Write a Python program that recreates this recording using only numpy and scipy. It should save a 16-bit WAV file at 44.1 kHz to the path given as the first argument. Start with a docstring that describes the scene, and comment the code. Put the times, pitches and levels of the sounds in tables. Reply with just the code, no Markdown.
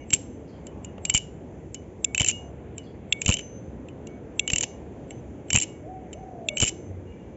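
"""A butterfly knife is flipped open and shut outdoors over paving, close to a phone microphone.
Distant traffic runs throughout as shaped noise; steel rings as decaying tones from the first moment.
Handles and blade soon knock, bounce, chatter and clap with a puff of air: damped modes, noise and pulses.
Far birds chirp in smeared noise bands early on and at the close; hard knocks on the blade's stop come from 2 s.
A dove's gliding, throbbing note follows near 6 s, then a brief low drone passes near 7 s."""
import sys
import numpy as np
from scipy import signal
from scipy.fft import rfft, irfft
from scipy.io import wavfile
from scipy.ndimage import uniform_filter1d

SR = 44100
rng = np.random.default_rng(int(sys.argv[2]) if len(sys.argv) > 2 else 0)


def bounce(signal):
    """Save signal as a 16-bit WAV file at the path given by the first command-line argument."""
    frames = np.transpose(np.atleast_2d(signal))
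    limited = np.clip(frames, -1, 1)
    pcm = np.round(limited * 32767).astype(np.int16)
    wavfile.write(sys.argv[1], SR, pcm)


N = 324576

# Levels of the near sounds are set ahead of the yard echo and the microphone's response.
# distant traffic and hiss, relative spectrum: pitch_hz, level_db (per Hz)
TOWN_SPECTRUM = [(15, -47.5), (25, -32), (65, 3), (162, -2), (316, -1.5), (463, -5.5), (850, -17.5),
                 (1200, -29), (2240, -29.5), (3400, -40), (3900, -48), (4900, -52), (5750, -50.5),
                 (6000, -41), (7600, -42)]
# blade, held handle, blade overtone: pitch_hz, t60_s
STEEL_MODES = [(2239, .7), (2864, .4), (6165, 1.6)]
# free ringing after a contact, level before wavering:
# start_s, damped_s, blade_db, held_handle_db, blade_overtone_db
FREE_RINGS = [(0.001, 0.045, -56, -53, -58), (0.148, 0.42, -73, -62, -56.5), (0.847, 0.94, -79, -60, -76),
              (1.053, 1.145, -71, -45, -72.5), (1.178, 1.3, -71, -41.5, -76), (1.75, 1.846, -80, -66, -65),
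              (2.045, 2.15, -47, -65, -74), (2.318, 2.52, -55, -38.5, -55.5), (2.781, 2.87, -72, -60, -69),
              (3.125, 3.247, -42, -66, -66), (3.34, 3.758, -63, -43, -46.5),
              (4.071, 4.2, -59.5, -80, -67.5), (4.395, 4.48, -45.5, -54, -64.5),
              (4.478, 4.63, -51, -56, -50), (4.638, 4.798, -62.5, -52.5, -58.5),
              (5.108, 5.204, -68, -78, -63.5), (5.641, 5.867, -54, -48, -59.5),
              (6.136, 6.244, -66, -65, -62), (6.487, 6.575, -47, -51, -61), (6.692, 6.95, -58, -51, -61)]
# every bounce and tap: start_s, clack_peak_db, tick_peak_db, swing_ring_db
BOUNCES = [(0.1052, -26, -19.5, -45.5), (0.128, -23, -26.5, -48), (0.1329, -13, -6.5, -34),
           (0.1373, -19.5, -2.5, -33), (0.1434, -35, -20.5, -40), (0.1472, -30.5, -15, -60),
           (0.161, -34.5, -27.5, -50.5), (0.6688, -40.5, -30, -54), (0.8467, -34.5, -29, -57),
           (0.9805, -43, -54, -68), (1.0522, -22, -12, -47), (1.0982, -16, -8.5, -29),
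           (1.1399, -29, -12, -34.5), (1.1466, -21.5, -9, -20), (1.1497, -40.5, -6, -19),
           (1.1551, -20, -13, -22), (1.165, -29.5, -15.5, -25), (1.176, -23.5, -9.5, -35.5),
           (1.7453, -36, -22, -51), (1.749, -45, -30.5, -46), (2.1475, -15, -15, -35.5),
           (2.1786, -13, -11.5, -37), (2.1984, -16.5, -11.5, -19), (2.207, -16, -7, -46),
           (2.2173, -15, -10.5, -36), (2.23, -22.5, -20.5, -30), (2.2457, -19, -11, -39.5),
           (2.2623, -27.5, -14, -27), (2.269, -29, -22, -40.5), (2.2764, -30, -16.5, -35.5),
           (2.285, -30.5, -5.5, -26), (2.2918, -22, -12.5, -31), (2.298, -19.5, -13, -30.5),
           (2.3056, -35.5, -21, -38), (2.3122, -29, -19.5, -52.5), (2.781, -34.5, -22.5, -47),
           (3.2171, -19.5, -13.5, -46.5), (3.248, -37.5, -28, -53.5), (3.261, -15, -11.5, -34),
           (3.28, -26, -8.5, -26), (3.2908, -14.5, -10, -37), (3.3, -31.5, -9, -31), (3.312, -16, -18, -30),
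           (3.3229, -18.5, -18, -24.5), (3.3317, -39, -18.5, -33), (3.3401, -18.5, -12.5, -31.5),
           (3.3693, -22.5, -22, -45.5), (3.3864, -44, -27.5, -36), (3.3923, -27.5, -23, -39.5),
           (3.41, -40, -35, -60), (3.8859, -40.5, -43.5, -58), (4.071, -37.5, -34.5, -67),
           (4.4773, -17, -17, -30), (4.5017, -16, -14.5, -41.5), (4.519, -42, -20, -54),
           (4.534, -14, -9.5, -40), (4.56, -15.5, -9.5, -31.5), (4.583, -19, -9.5, -44.5),
           (4.609, -21, -13, -37), (4.628, -24.5, -13.5, -66), (4.6342, -26, -6.5, -30),
           (4.639, -22.5, -17.5, -56), (4.661, -55, -42.5, -69), (5.1073, -33, -30, -54.5),
           (5.484, -50, -52, -59), (5.504, -17, -13, -32.5), (5.5301, -21, -7, -25.5),
           (5.5452, -28, -9, -25.5), (5.5524, -15.5, -11.5, -23), (5.56, -12, -5.5, -32),
           (5.5725, -15, -12, -38.5), (5.585, -23.5, -11.5, -32), (5.601, -30.5, -14, -41),
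           (5.6138, -26.5, -14.5, -39), (5.6219, -29.5, -10.5, -36.5), (5.6306, -35.5, -15.5, -35),
           (5.6357, -34, -19.5, -41), (5.641, -34, -26.5, -72), (6.1303, -37, -33, -44),
           (6.1363, -44.5, -37.5, -73), (6.5705, -18.5, -15.5, -27), (6.5817, -35, -17, -34),
           (6.602, -15, -7.5, -39), (6.6161, -25.5, -11.5, -20), (6.625, -21, -5, -25),
           (6.6329, -19.5, -13, -23), (6.64, -20.5, -12.5, -32.5), (6.6498, -28.5, -15.5, -32.5),
           (6.66, -31, -19.5, -33), (6.6667, -28, -14.5, -41), (6.6741, -25, -17, -34),
           (6.6782, -28, -12.5, -37), (6.6804, -25, -14, -38), (6.686, -27.5, -16.5, -44),
           (6.6923, -28.5, -16, -45)]
# short handle modes damped by the grip, mean and relative: pitch_hz, level_db
CLACK_MODES = [(2150, -14), (2310, 3.5), (2520, 13), (2740, 20), (3050, 9.5), (3500, -5.5), (3950, -15.5),
               (4450, -27)]
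# bright short modes damped by the grip, mean and relative: pitch_hz, level_db
TICK_MODES = [(4900, -20.5), (5400, -17.5), (5900, -13.5), (6350, -5), (6850, -3), (7200, 7.5),
              (7470, 12.5)]
# swinging handle, mean pitch, level relative to swing_ring_db: pitch_hz, level_db, t60_s
SWING_MODES = [(2973, 3.5, 0.14), (2300, -5, 0.071)]
# handles landing in the palm or clapping shut, air levels before the band-pass:
# start_s, suction_peak_db, squeeze_peak_db, knock_peak_db
AIR_PUFFS = [(0.1368, -22.5, -28, -40.5), (0.985, -45, -49, -34.5), (1.1493, -15, -32.5, -22),
             (2.21, -13.5, -33, -23.5), (2.2183, -27.5, -28.5, -23.5), (3.2614, -20.5, -33, -44),
             (3.2818, -20, -38, -26), (3.2936, -7.5, -19, -17.5), (3.3032, -29.5, -11, -19.5),
             (4.5347, -17, -30, -25), (4.636, -38, -38, -26), (5.5326, -35, -23, -29),
             (5.5463, -12.5, -29, -27.5), (5.5555, -15.5, -16.5, -20.5), (5.5634, -25.5, -33.5, -28),
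             (5.5759, -23.5, -21.5, -25.5), (6.612, -27, -46.5, -33), (6.627, -16.5, -16.5, -20),
             (6.6357, -24, -11, -19.5)]
# far bird notes: start_s, length_s, centre_hz, width_hz, level_db (before the swell and decay)
BIRD_NOTES = [(0.472, 0.12, 4570, 896, -68), (0.521, 0.077, 3220, 200, -67.5),
              (2.826, 0.11, 4480, 786, -68.5), (2.847, 0.072, 3340, 148, -64),
              (7.055, 0.19, 2830, 50.6, -65.5), (7.097, 0.24, 2326, 70.4, -65.5)]
# hard knocks against the blade's stop: start_s, low_modes_peak_db, high_modes_peak_db
STOP_KNOCKS = [(2.0451, -16.5, -9), (3.125, -5.5, -14), (4.3946, -7, -11), (6.4867, -9.5, -14.5)]
# modes of a stop knock, mean and relative: pitch_hz, level_db
STOP_MODES = [(1750, -32), (2340, -8), (2700, 0), (3050, -13), (3500, 1), (3850, -10), (4400, -17),
              (4800, -20), (5200, -15), (5700, -18), (6050, -12), (6330, -12), (6950, -6), (7280, 0),
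              (7490, -2)]
# dove notes, throb depth (0-1) and a curve before throb and echo: time_s, pitch_hz, level_db
DOVE_NOTES = [(.12, [(5.82, 560, -52.5), (5.87, 649, -45), (5.89, 746, -41.5), (5.95, 758.5, -40),
              (6.02, 740, -46), (6.09, 720, -63)]), (.75, [(6.14, 574, -43), (6.18, 735, -48),
              (6.3, 728, -47.5), (6.42, 690, -46.5), (6.53, 582.5, -42), (6.6, 500, -49)])]
# low drone, curve before throb and waver: time_s, pitch_hz, level_db
DRONE_CURVE = [(6.82, 98.6, -57), (6.908, 92.3, -36.5), (7.068, 90.6, -41.5), (7.14, 95.5, -60.5)]

TOWN_DB, HISS_DB = -40.5, -62.5
CLACK_T60_S, TICK_T60_S, STOP_T60_S = .02, .012, .013
TILT_DB, TILT_SPREAD_DB = -1.3, 3.5  # per half octave; the struck spot varies from blow to blow
KNOCK_LEAD_S, KNOCK_UNDER_CLACK_DB = .003, -22.5
YARD_T60_S, YARD_RISE_S = .45, .04
STOP_RISE_S = .001
# dip in the phone's response to the near sound; depth is a share of amplitude, 0-1
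MIC_DIP_HZ, MIC_DIP_WIDTH_HZ, MIC_DIP_SHARE = 4800, 1100, .55
TOP_HZ = 7570  # upper edge of what the phone keeps


def undb(db):
    """Decibels to gain."""
    return 10 ** (np.asarray(db) / 20)


def fade(t, t60):
    """Exponential decay that loses 60 dB in t60 seconds."""
    return np.exp(-np.log(1000) * t / t60)


def add(out, s, x):
    """Mix x into out from second s."""
    i = int(s * SR)
    out[i:i + len(x)] += x[:N - i]


def band(x, lo_hz, hi_hz):
    """Band-pass."""
    return signal.sosfilt(signal.butter(2, [lo_hz, hi_hz], "band", fs=SR, output="sos"), x)


def unit(x):
    """Scale to rms 1."""
    return x / np.sqrt(np.mean(x ** 2))


def peak_at(x, db):
    """Scale the highest peak to db."""
    return x * undb(db) / np.abs(x).max()


def walk(rate):
    """Random levels held 1 / rate s and smoothed twice; spread near 1."""
    k = int(SR / rate)
    held = np.repeat(rng.standard_normal(N // k + 1), k)
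    return 1.3 * uniform_filter1d(uniform_filter1d(held, k), k)[:N]


def town():
    """Half-octave noise bands of distant traffic and hiss that swell together and flicker alone."""
    hz = np.maximum(np.fft.rfftfreq(N, 1 / SR), 1)
    table_hz, table_db = np.transpose(TOWN_SPECTRUM)
    colour = undb(np.interp(np.log(hz), np.log(table_hz), table_db))
    noise = rfft(rng.standard_normal(N)) * colour
    traffic, hiss = np.zeros(N), np.zeros(N)
    swell = walk(0.74)
    for k in range(20):
        # triangular bands, centred every half octave from 16 Hz
        share = np.maximum(1 - np.abs(2 * np.log2(hz / 16) - k), 0)
        part = irfft(noise * share, N)
        part *= undb(.5 * swell + 1.1 * walk(3) + 1.1 * walk(12))
        if k < 13:
            traffic += part
        else:
            hiss += part
    return unit(traffic) * undb(TOWN_DB) + unit(hiss) * undb(HISS_DB)


def tone(hz, t60, length, db, phase, rise, damp):
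    """A mode that grows out of the blow, decays, and is damped over its last damp seconds."""
    t = np.arange(int(length * SR)) / SR
    edges = np.minimum(1, np.minimum(t / rise, (length - t) / damp))
    return undb(db) * edges * fade(t, t60) * np.sin(2 * np.pi * (hz * t + phase))


def steel():
    """Blade and held handle ring while untouched, wavering as they turn and dying in the fingers."""
    out = np.zeros(N)
    for (hz, t60), column in zip(STEEL_MODES, (2, 3, 4)):
        mode = np.zeros(N)
        for row, phase in zip(FREE_RINGS, rng.random(len(FREE_RINGS))):
            length = row[1] - row[0]
            damp = max(.003, .6 * (length - .1))  # longer rings are damped more gently
            add(mode, row[0], tone(hz, t60, length, row[column], phase, rise=0.0053, damp=damp))
        out += mode * undb(2.5 * walk(30) + 2.5 * walk(12))
    return out


def chatter(noise):
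    """The parts chatter against each other for a few milliseconds."""
    t = np.arange(len(noise)) / SR
    return noise * t ** 2 * np.exp(-t / .0007)


def blow(modes, t60, scrape, chance, tilt_db, db):
    """One rough contact excites each mode by its own chance amount; the struck spot tilts the set."""
    t = np.arange(1024) / SR
    hz, mode_db = np.transpose(modes)[:, :, None]
    half_octaves = 2 * np.log2(hz / np.mean(hz))
    mode_db = mode_db + tilt_db * half_octaves + 4.5 * chance[1][:, None]
    hz = hz * (1 + 0.02 * chance[0][:, None])
    ring = np.sum(undb(mode_db) * fade(t, t60) * np.sin(2 * np.pi * hz * t), axis=0)
    struck = signal.fftconvolve(scrape, ring)[:len(t)]
    # a slim bar radiates nothing far below its lowest mode
    return peak_at(band(struck, .9 * modes[0][0], 9000), db)


def knock(noise, db):
    """The dull low part of a contact: one-sided chatter through a low band."""
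    return peak_at(band(chatter(np.abs(noise)), 450, 1200), db)


def contacts():
    """Clack, tick and knock of each contact; the swinging handle rings on, at most until it lands again."""
    out = np.zeros(N)
    clack_draws, tick_draws = 2 * len(CLACK_MODES), 2 * len(TICK_MODES)
    chance = rng.standard_normal((len(BOUNCES), 512 + clack_draws + tick_draws + 2))
    cuts = np.cumsum([256, 256, clack_draws, tick_draws])
    ends = [row[0] for row in BOUNCES[1:]] + [N / SR]
    for (s, clack_db, tick_db, swing_db), end, c in zip(BOUNCES, ends, chance):
        low, high, clack_chance, tick_chance, (pitch, spot) = np.split(c, cuts)
        tilt_db = TILT_DB + TILT_SPREAD_DB * spot
        clack = blow(CLACK_MODES, CLACK_T60_S, chatter(low), clack_chance.reshape(2, -1), tilt_db, clack_db)
        tick = blow(TICK_MODES, TICK_T60_S, chatter(high), tick_chance.reshape(2, -1), 0, tick_db)
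        add(out, s - .001, clack)
        add(out, s - .001, tick)
        add(out, s, knock(low, clack_db + KNOCK_UNDER_CLACK_DB))
        for hz, db, t60 in SWING_MODES:
            length = min(end - s + .002, t60)
            swing_hz = hz * (1 + .004 * pitch)
            ring = tone(swing_hz, t60, length, swing_db + db, c[0], rise=0.00064, damp=0.00067)
            add(out, s + 0.00084, ring)
    return out


def rattle():
    """Each bounce shakes the loose pivots: a dense fine chatter that settles quickly, then slowly."""
    energy, t = np.zeros(N), np.arange(SR // 3) / SR
    # decays of energy; the square root below turns them into amplitude
    settle = fade(t, 0.026) + undb(-37.5) * fade(t, .18)
    for s, _, tick_db, _ in BOUNCES:
        add(energy, s, undb(tick_db) ** 2 * settle)
    ticks = rng.standard_normal(N) * undb(2.5 * rng.exponential(size=N))  # spiky noise
    low, high = unit(band(ticks, 2200, 4000)), unit(band(ticks, 5200, 7400))
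    return np.sqrt(energy) * (undb(-30.5) * low + undb(-27.0) * high)


def yard(x, db):
    """A diffuse echo that builds as paving and walls answer."""
    t = np.arange(SR // 2) / SR
    tail = rng.standard_normal(len(t)) * fade(t, YARD_T60_S) * np.minimum(t / YARD_RISE_S, 1)
    return signal.fftconvolve(x, undb(db) * tail / np.sqrt(np.sum(tail ** 2)))[:N]


def puffs():
    """Air is squeezed out as the handles close, then sucked back at the clap, over a dull knock."""
    air, knocks = np.zeros(N), np.zeros(N)
    t = np.arange(-882, 882) / SR  # 20 ms either side of the clap
    squeeze = np.exp(np.minimum(t + 0.0012, 0) / 0.0035) / (1 + np.exp((t + 0.0013) / 0.00022))
    suction = np.exp(-(np.minimum(t, 0) / .0011) ** 2 - (np.maximum(t, 0) / 0.0018) ** 2)
    noises = rng.standard_normal((len(AIR_PUFFS), 256))
    for (s, suck_db, squeeze_db, knock_db), noise in zip(AIR_PUFFS, noises):
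        add(air, s + t[0], undb(squeeze_db) * squeeze - undb(suck_db) * suction)
        add(knocks, s - KNOCK_LEAD_S, knock(noise, knock_db))
    return band(air, 32, 3000) + knocks


def birds():
    """Far chirps arrive as narrow noise bands, smeared by echoes, that die away."""
    out = np.zeros(N)
    for s, length, hz, width, db in BIRD_NOTES:
        t = np.arange(int(2 * length * SR)) / SR
        smear = unit(band(rng.standard_normal(len(t)), hz - width / 2, hz + width / 2))
        add(out, s, undb(db) * smear * np.minimum(t / 0.01, 1) * np.exp(-(t / length) ** 2))
    return out


def catches():
    """The swinging handle meets the blade's stop in one hard knock that spreads along the bar."""
    out, t = np.zeros(N), np.arange(1024) / SR
    hz, mode_db = np.transpose(STOP_MODES)[:, :, None]
    swell = (1 - np.exp(-t / STOP_RISE_S)) ** 2 * fade(t, STOP_T60_S)
    chance = rng.standard_normal((len(STOP_KNOCKS), 3, len(STOP_MODES), 1))
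    for (s, low_db, high_db), (level, pitch, phase) in zip(STOP_KNOCKS, chance):
        wave = np.sin(2 * np.pi * (hz * (1 + .015 * pitch) * t + phase))
        modes = undb(mode_db + 1.5 * level) * swell * wave
        # a mode listed at exactly 4800 Hz falls in neither group and stays silent
        low = modes[hz[:, 0] < 4800].sum(axis=0)
        high = modes[hz[:, 0] > 4800].sum(axis=0)
        add(out, s - .0005, peak_at(low, low_db))
        add(out, s - .0005, peak_at(high, high_db))
    return out


def glide(rows, depth, throb_hz):
    """A near-pure note along a pitch and level curve, throbbing unevenly, with soft ends."""
    out = np.zeros(N)
    s, hz, db = np.transpose(rows)
    t = np.arange(s[0], s[-1], 1 / SR)
    edges = np.minimum(1, np.minimum(t - s[0], s[-1] - t) / 0.016)
    throb_rate = throb_hz * (1 + 0.24 * walk(15.14)[:len(t)])
    throb = np.sin(2 * np.pi * np.cumsum(throb_rate) / SR)
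    gain = np.sqrt(2) * undb(np.interp(t, s, db)) * (1 + np.clip(depth, 0, 1) * throb)
    waver = 1 + .03 * depth * walk(40)[:len(t)]
    pitch = waver * np.interp(t, s, hz)
    add(out, s[0], gain * edges * np.sin(2 * np.pi * np.cumsum(pitch) / SR))
    return out


def dove():
    """Throbbing, gliding dove notes with their echo from the yard."""
    notes = sum(glide(note, depth, throb_hz=45) for depth, note in DOVE_NOTES)
    return notes + yard(notes, db=-8)


def drone():
    """A brief low tone that swells and fades with a slight throb."""
    return glide(DRONE_CURVE, .2, throb_hz=10)


def scene():
    """Knife near the phone over the outdoor background."""
    far = town() + birds() + dove() + drone()
    bounces, knocks = contacts(), catches()
    knife = bounces + knocks + yard(bounces + undb(-8) * knocks, db=-29)
    # the phone's housing shades a band of the near sound
    peak = signal.iirpeak(MIC_DIP_HZ, MIC_DIP_HZ / MIC_DIP_WIDTH_HZ, fs=SR)
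    knife = knife - np.clip(MIC_DIP_SHARE, 0, 1) * signal.lfilter(*peak, knife)
    return (knife + rattle() + steel() + puffs() + far)[None]


def record(dry):
    """The phone cuts the top; its steep even-delay filter rings on both sides of a click."""
    return signal.sosfiltfilt(signal.ellip(10, .1, 32, TOP_HZ, fs=SR, output="sos"), dry)


dry = scene()
out = record(dry)
bounce(out)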